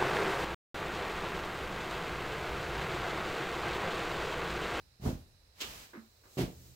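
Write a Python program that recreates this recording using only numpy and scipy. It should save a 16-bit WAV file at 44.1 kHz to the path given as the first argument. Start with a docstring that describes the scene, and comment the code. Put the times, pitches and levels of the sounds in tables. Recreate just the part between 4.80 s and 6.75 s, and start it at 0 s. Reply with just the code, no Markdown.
"""A towel, flung onto an ironing board in a small bedroom, lands fold by fold in a soft, ragged thump.
A hand smooths it while the iron clacks on its plastic base and lifts off with hollow knocks.
The iron comes down on the padded board, which shudders, and starts to glide over the cloth.
Contacts are dulled clicks, some ringing the board or the iron's shell; rubbing is shaped noise.
Low room noise and a thin hiss lie underneath."""
import sys
import numpy as np
from scipy import signal
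from scipy.fft import rfft, irfft
from scipy.io import wavfile
from scipy.ndimage import uniform_filter1d

SR = 44100
rng = np.random.default_rng(int(sys.argv[2]) if len(sys.argv) > 2 else 0)


def transcribe(signal):
    """Save signal, clipped to [-1, 1], as a 16-bit WAV file at the path in sys.argv[1]."""
    frames = np.atleast_2d(signal).T
    limited = np.clip(frames, -1, 1)
    pcm = np.round(limited * 32767).astype(np.int16)
    wavfile.write(sys.argv[1], SR, pcm)


N = 85995
T = np.arange(N) / SR

# contacts (time [s], strength [dB], dull above [Hz])
TOWEL_FOLDS = [(.198, -25, 300), (.2225, -16.5, 330), (.239, -14, 450), (.2525, -8, 330), (.2605, -2, 1100),
               (.2645, -0.5, 600), (.268, -2, 400), (.2765, -1.5, 330), (.291, -6.5, 420), (.329, -11, 250),
               (.352, -15.5, 230)]
LATCH_CLACKS = [(.8045, -10, 7100), (.8112, -7.5, 13500), (.8178, -9.5, 4800), (.826, -16, 4500),
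                (.8435, -17, 7000)]
PLASTIC_TAPS = [(.818, -10, 900), (1.134, -18.5, 1710), (1.149, -22, 1900), (1.168, -25.5, 1900),
                (1.437, -31.5, 1900), (1.455, -25, 900)]
SOLE_CONTACTS = [(1.571, -8, 760), (1.579, -11, 600), (1.5865, -8.5, 700), (1.592, -1.5, 750),
                 (1.595, -6, 650), (1.603, -5.5, 503), (1.610, -2.5, 750), (1.618, -2.5, 496),
                 (1.634, 0, 225), (1.702, -16.5, 520)]
# contact spectra (frequency [Hz], relative level [dB])
FOLD_SPECTRUM = [(25, -11), (50, 9), (80, 1.5), (165, 4.5), (260, -1), (380, -6.5), (700, -16),
                 (1500, -16.5), (4000, -30)]
CLACK_SPECTRUM = [(100, -28), (250, -30), (450, -2), (750, -19), (1200, 1.5), (1600, -2.5), (3000, 8.5),
                  (5000, 2), (7700, 1.5), (8800, -11.5), (15000, -1.5)]
TAP_SPECTRUM = [(100, -17.5), (350, 1.5), (800, -4), (1600, 4), (3000, -8), (6000, -21.5)]
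SOLE_SPECTRUM = [(25, -21), (50, 3.5), (80, -13), (140, 7), (220, -2), (350, 1), (520, -10), (760, -8),
                 (1150, -16.5)]
# hollow base knocks (time [s], level [dB], pitch [Hz], t60 [s])
BASE_KNOCKS = [(1.139, -45, 345, .22), (1.152, -43, 295, 0.12), (1.172, -41, 222, .15)]
# modes of board and iron shell (frequency [Hz], relative level [dB], t60 [s])
BOARD_MODES = [(79, -36.5, 0.3), (127.5, -38.5, 0.39), (178.3, -36, 0.42), (257.3, -39.5, 0.3),
               (338.2, -38.5, 0.31), (380, -43, 0.26), (564, -48, 0.13), (625, -48, 0.18),
               (726, -49.5, 0.25)]
SHELL_MODES = [(440, -52, .3), (2373, -49, .25), (3100, -45, 0.2), (3800, -46, 0.18), (4872, -47, 0.16)]
# noise swells (start [s], rise [s], hold [s], t60 [s], level [dB])
TREMBLE_SWELLS = [(-.03, 0.0073, 0.036, 0.54, -59), (0.359, 0.02, 0.021, 0.8, -54.5),
                  (0.821, 0.048, 0.019, 0.58, -51)]
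CLOTH_SWELLS = [(.185, .07, 0.041, 0.35, -42), (1.565, 0.017, 0.034, 0.27, -39)]  # towel landing, then padding squeezed
WHUMP_SWELL = (.238, .026, .012, .1667, -40)
JUDDER_SWELL = (1.71, .06, .14, .4, -55.5)
# sliding of hand and iron (time [s], level [dB])
HAND_LEVELS = [(.72, -84), (.77, -63.5), (.81, -49), (.91, -47.5), (1.04, -52), (1.08, -59), (1.17, -69),
               (1.28, -74.5)]
GLIDE_LEVELS = [(1.1, -69), (1.27, -70), (1.41, -69.5), (1.56, -57), (1.75, -60.5), (1.88, -58.5),
                (1.95, -63.5)]
# noise spectra (frequency [Hz], relative density [dB])
ROOM_NOISE_SPECTRUM = [(25, -7.5), (86, -2), (122, -6.5), (148, -17), (331, -24), (445, -18), (762, -22),
                       (997, -23), (1710, -22.5), (3200, -29), (4040, -24.5), (15500, -35)]
TREMBLE_SPECTRUM = [(20, -1.5), (45, 1), (85, 1), (140, -10.5), (200, -18), (400, -24.5), (1000, -36.5)]
SWISH_SPECTRUM = [(100, 16), (300, 13), (600, 12), (900, 3), (1400, 1), (2600, -3), (5000, -3),
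                  (7700, -6.5), (9500, -12.5), (15000, -8)]
HAND_SPECTRUM = [(150, 0), (400, -2), (900, -2), (2000, -1.5), (4000, -2.5), (7700, -6), (9500, -12),
                 (15000, -8.5)]
GLIDE_SPECTRUM = [(100, -17), (400, 5.5), (900, -6.5), (2500, -7.5), (4000, -4), (7700, -0.5), (9500, -9.5),
                  (15000, -2)]
SQUEEZE_SPECTRUM = [(200, 5), (450, 10), (900, 0.5), (2600, 0.5), (5000, -4), (7700, -9.5), (9500, -13),
                    (15000, -11.5)]
WHUMP_SPECTRUM = [(80, -17), (250, -.5), (650, -2.5), (2500, -33)]
JUDDER_SPECTRUM = [(50, 3), (130, -2), (500, -23)]
HISS_SPECTRUM = [(2000, -28), (2550, -15), (3300, -29), (3950, -4.5),
                 (4500, -12.5), (5300, -9.5), (6500, -29), (9000, -53)]
FLAT_SPECTRUM = [(1, 0), (2, 0)]
# bedroom decay (frequency [Hz], t60 [s])
ROOM_DECAY = [(60, 0.18), (130, 0.3), (280, 0.29), (800, 0.28), (3000, 0.19), (6000, 0.14), (14000, 0.19)]
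# microphone balance (frequency [Hz], left minus right [dB])
MIC_BALANCE = [(100, -0.5), (300, -2), (700, -3), (1400, -1), (3000, -5), (6000, -1.5), (9500, 1),
               (13000, 3)]

MIC_SPACING_M, SOUND_M_PER_S, BASS_COHERENCE = .17, 343, .95
ROOM_BUILD_S = .00067
SWAY_DB, SWAY_HZ, SWAY_T60_S = -12, 130, .25  # bass swaying wall to wall
LOW_CUT_HZ, HIGH_CUT_HZ = 30, 15850


def amp(db):
    """Decibels to gain."""
    return 10 ** (np.asarray(db) / 20)


def unit_rms(x):
    """Scale to rms 1."""
    return x / np.sqrt(np.mean(x ** 2) + 1e-20)


def lookup(table, hz):
    """Interpolate over log frequency."""
    table_hz, values = np.transpose(table)
    return np.interp(np.log(hz + 1), np.log(table_hz + 1), values)


def convolve(x, response):
    """Convolve in time, cut to scene length."""
    return signal.fftconvolve(np.atleast_2d(x), np.atleast_2d(response), axes=1)[:, :N]


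def decay(t60_s, age_s=T):
    """Exponential fall, 60 dB per t60_s."""
    return np.exp(-np.log(1000) * age_s / t60_s)


def swell(start_s, rise_s, hold_s, t60_s, db):
    """Envelope: rise, hold, decay."""
    rise = np.clip((T - start_s) / rise_s, 0, 1) ** 2
    return amp(db) * rise * decay(t60_s, np.maximum(T - start_s - rise_s - hold_s, 0))


def stroke(levels):
    """Envelope along a level curve, silent outside it."""
    return amp(np.interp(T, *np.transpose(levels), left=-np.inf, right=-np.inf))


def diffuse(spectrum):
    """Noise from all sides at two close microphones: bass alike, treble unrelated."""
    hz = np.fft.rfftfreq(N, 1 / SR)
    coherence = BASS_COHERENCE * np.sinc(2 * hz * MIC_SPACING_M / SOUND_M_PER_S)
    phasors = np.exp(2j * np.pi * rng.random((2, len(hz))))
    mid, side = phasors * np.sqrt([1 + coherence, 1 - coherence])
    return unit_rms(irfft(np.array([mid + side, mid - side]) * amp(lookup(spectrum, hz)), N))


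def fibre_noise(spectrum, grain_db=1, grain_samples=90):
    """Fibres catch and slip: noise with a fine flicker."""
    flicker = unit_rms(uniform_filter1d(rng.standard_normal(N), grain_samples))
    return unit_rms(amp(grain_db * flicker)) * diffuse(spectrum)


def room(x, diffuse_hz):
    """Direct sound below diffuse_hz; above it reflections, each band with its own decay."""
    hz = np.fft.rfftfreq(N, 1 / SR)
    noise = rfft(diffuse(FLAT_SPECTRUM))
    edges_hz = np.append(0, np.geomspace(60, SR / 2, 22))
    build = 1 - np.exp(-T / ROOM_BUILD_S)
    tail = 0
    for lo, hi in zip(edges_hz, edges_hz[1:]):
        centre_hz = (lo + hi) / 2
        band = irfft(noise * ((hz >= lo) & (hz < hi)), N)
        band = unit_rms(band * build * decay(lookup(ROOM_DECAY, centre_hz)))
        width_gain = np.sqrt((hi - lo) / (SR / 2) / N)
        tail = tail + band * width_gain * centre_hz / np.hypot(centre_hz, diffuse_hz)
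    sway = unit_rms(rng.standard_normal(N) * decay(SWAY_T60_S)) / np.sqrt(N)
    sway = signal.lfilter(*signal.butter(2, SWAY_HZ, fs=SR), sway)
    tail = tail + amp(SWAY_DB) * np.array([sway, -sway])
    direct = signal.lfilter(*signal.butter(1, diffuse_hz, fs=SR), x)
    return direct + convolve(x, tail)


def click(spectrum, dull_hz, size=8192):
    """Minimum-phase click, softened above dull_hz."""
    hz = abs(np.fft.fftfreq(size, 1 / SR))
    gain = unit_rms(amp(lookup(spectrum, hz))) / np.hypot(1, (hz / dull_hz) ** 2)
    log_response = np.conj(signal.hilbert(np.log(gain + 1e-6)))
    return np.fft.ifft(np.exp(log_response)).real[:size // 2]


def blows(contacts, spectrum):
    """One click per contact."""
    return sum(convolve(signal.unit_impulse(N, round(at_s * SR)), amp(db) * click(spectrum, dull_hz))
               for at_s, db, dull_hz in contacts)


def ringing(modes, damping=1):
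    """Modal impulse response; damping divides every t60."""
    return sum(amp(db) * decay(t60_s / damping) * np.cos(2 * np.pi * hz * T) for hz, db, t60_s in modes)


def struck(contacts, spectrum, ring, ring_db, diffuse_hz):
    """Contacts through the room, plus the ring they excite."""
    impacts = room(blows(contacts, spectrum), diffuse_hz)
    return impacts + amp(ring_db) * convolve(blows(contacts, FLAT_SPECTRUM), ring)


def background(room_db=-66.5, hiss_db=-71):
    """Low room noise; thin steady hiss on the right."""
    pan = amp([[-12], [0]])
    return amp(room_db) * diffuse(ROOM_NOISE_SPECTRUM) + amp(hiss_db) * pan * diffuse(HISS_SPECTRUM)


def board_tremble():
    """The board trembles on its legs: swells of rumble."""
    return sum(swell(*row) for row in TREMBLE_SWELLS) * diffuse(TREMBLE_SPECTRUM)


def towel_landing():
    """Folds hit the board in turn; cloth rushes flat and pushes air out."""
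    ring = ringing(BOARD_MODES, damping=1.17)
    thump = struck(TOWEL_FOLDS, FOLD_SPECTRUM, ring, ring_db=-7.5, diffuse_hz=450)
    swish = swell(*CLOTH_SWELLS[0]) * diffuse(SWISH_SPECTRUM)
    whump = swell(*WHUMP_SWELL) * diffuse(WHUMP_SPECTRUM)
    return thump + swish + whump


def hand_smoothing():
    """A hand rubs over the towel's fibres."""
    return stroke(HAND_LEVELS) * fibre_noise(HAND_SPECTRUM)


def iron_unlatch(direct_db=-15):
    """The catch clacks on the base and rings the iron's shell."""
    clack = struck(LATCH_CLACKS, CLACK_SPECTRUM, ringing(SHELL_MODES), ring_db=-5, diffuse_hz=300)
    return clack + amp(direct_db) * blows(LATCH_CLACKS, CLACK_SPECTRUM)


def iron_lift(rise_s=.005):
    """A dull body knock under the latch clack, then light plastic taps from handling; knocks on the hollow
    base, each lower in pitch."""
    knocks = sum(swell(at_s, rise_s, 0, t60_s, db) * np.sin(2 * np.pi * hz * (T - at_s))
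                 for at_s, db, hz, t60_s in BASE_KNOCKS)
    return room(knocks, diffuse_hz=600) + room(blows(PLASTIC_TAPS, TAP_SPECTRUM), diffuse_hz=250)


def iron_glide():
    """Sliding noise: faint as the iron swings in, louder on the cloth."""
    return stroke(GLIDE_LEVELS) * diffuse(GLIDE_SPECTRUM)


def iron_landing():
    """The sole thumps the board and squeezes the padding; its drag keeps the board ringing."""
    ring = ringing(BOARD_MODES, damping=1.2)
    thump = struck(SOLE_CONTACTS, SOLE_SPECTRUM, ring, ring_db=-6, diffuse_hz=380)
    squeeze = swell(*CLOTH_SWELLS[1]) * fibre_noise(SQUEEZE_SPECTRUM)
    judder = unit_rms(convolve(diffuse(JUDDER_SPECTRUM), ringing(BOARD_MODES)))
    return thump + squeeze + swell(*JUDDER_SWELL) * judder


def scene():
    """Towel, iron and trembling board in the quiet bedroom."""
    towel = towel_landing() + hand_smoothing()
    iron = iron_unlatch() + iron_lift() + iron_landing() + iron_glide()
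    return towel + iron + board_tremble() + background()


def record(dry):
    """Two microphones of unequal colour; low cut, high cut."""
    lean_db = lookup(MIC_BALANCE, np.fft.rfftfreq(2 * N, 1 / SR)) / 2
    heard = irfft(rfft(dry, 2 * N) * amp([lean_db, -lean_db]))[:, :N]
    heard = signal.lfilter(*signal.butter(2, LOW_CUT_HZ, "high", fs=SR), heard)
    high_cut = signal.firwin(1023, HIGH_CUT_HZ, window=("kaiser", 9), fs=SR)
    return signal.oaconvolve(heard, high_cut[None], "same")


dry = scene()
out = record(dry)
transcribe(out)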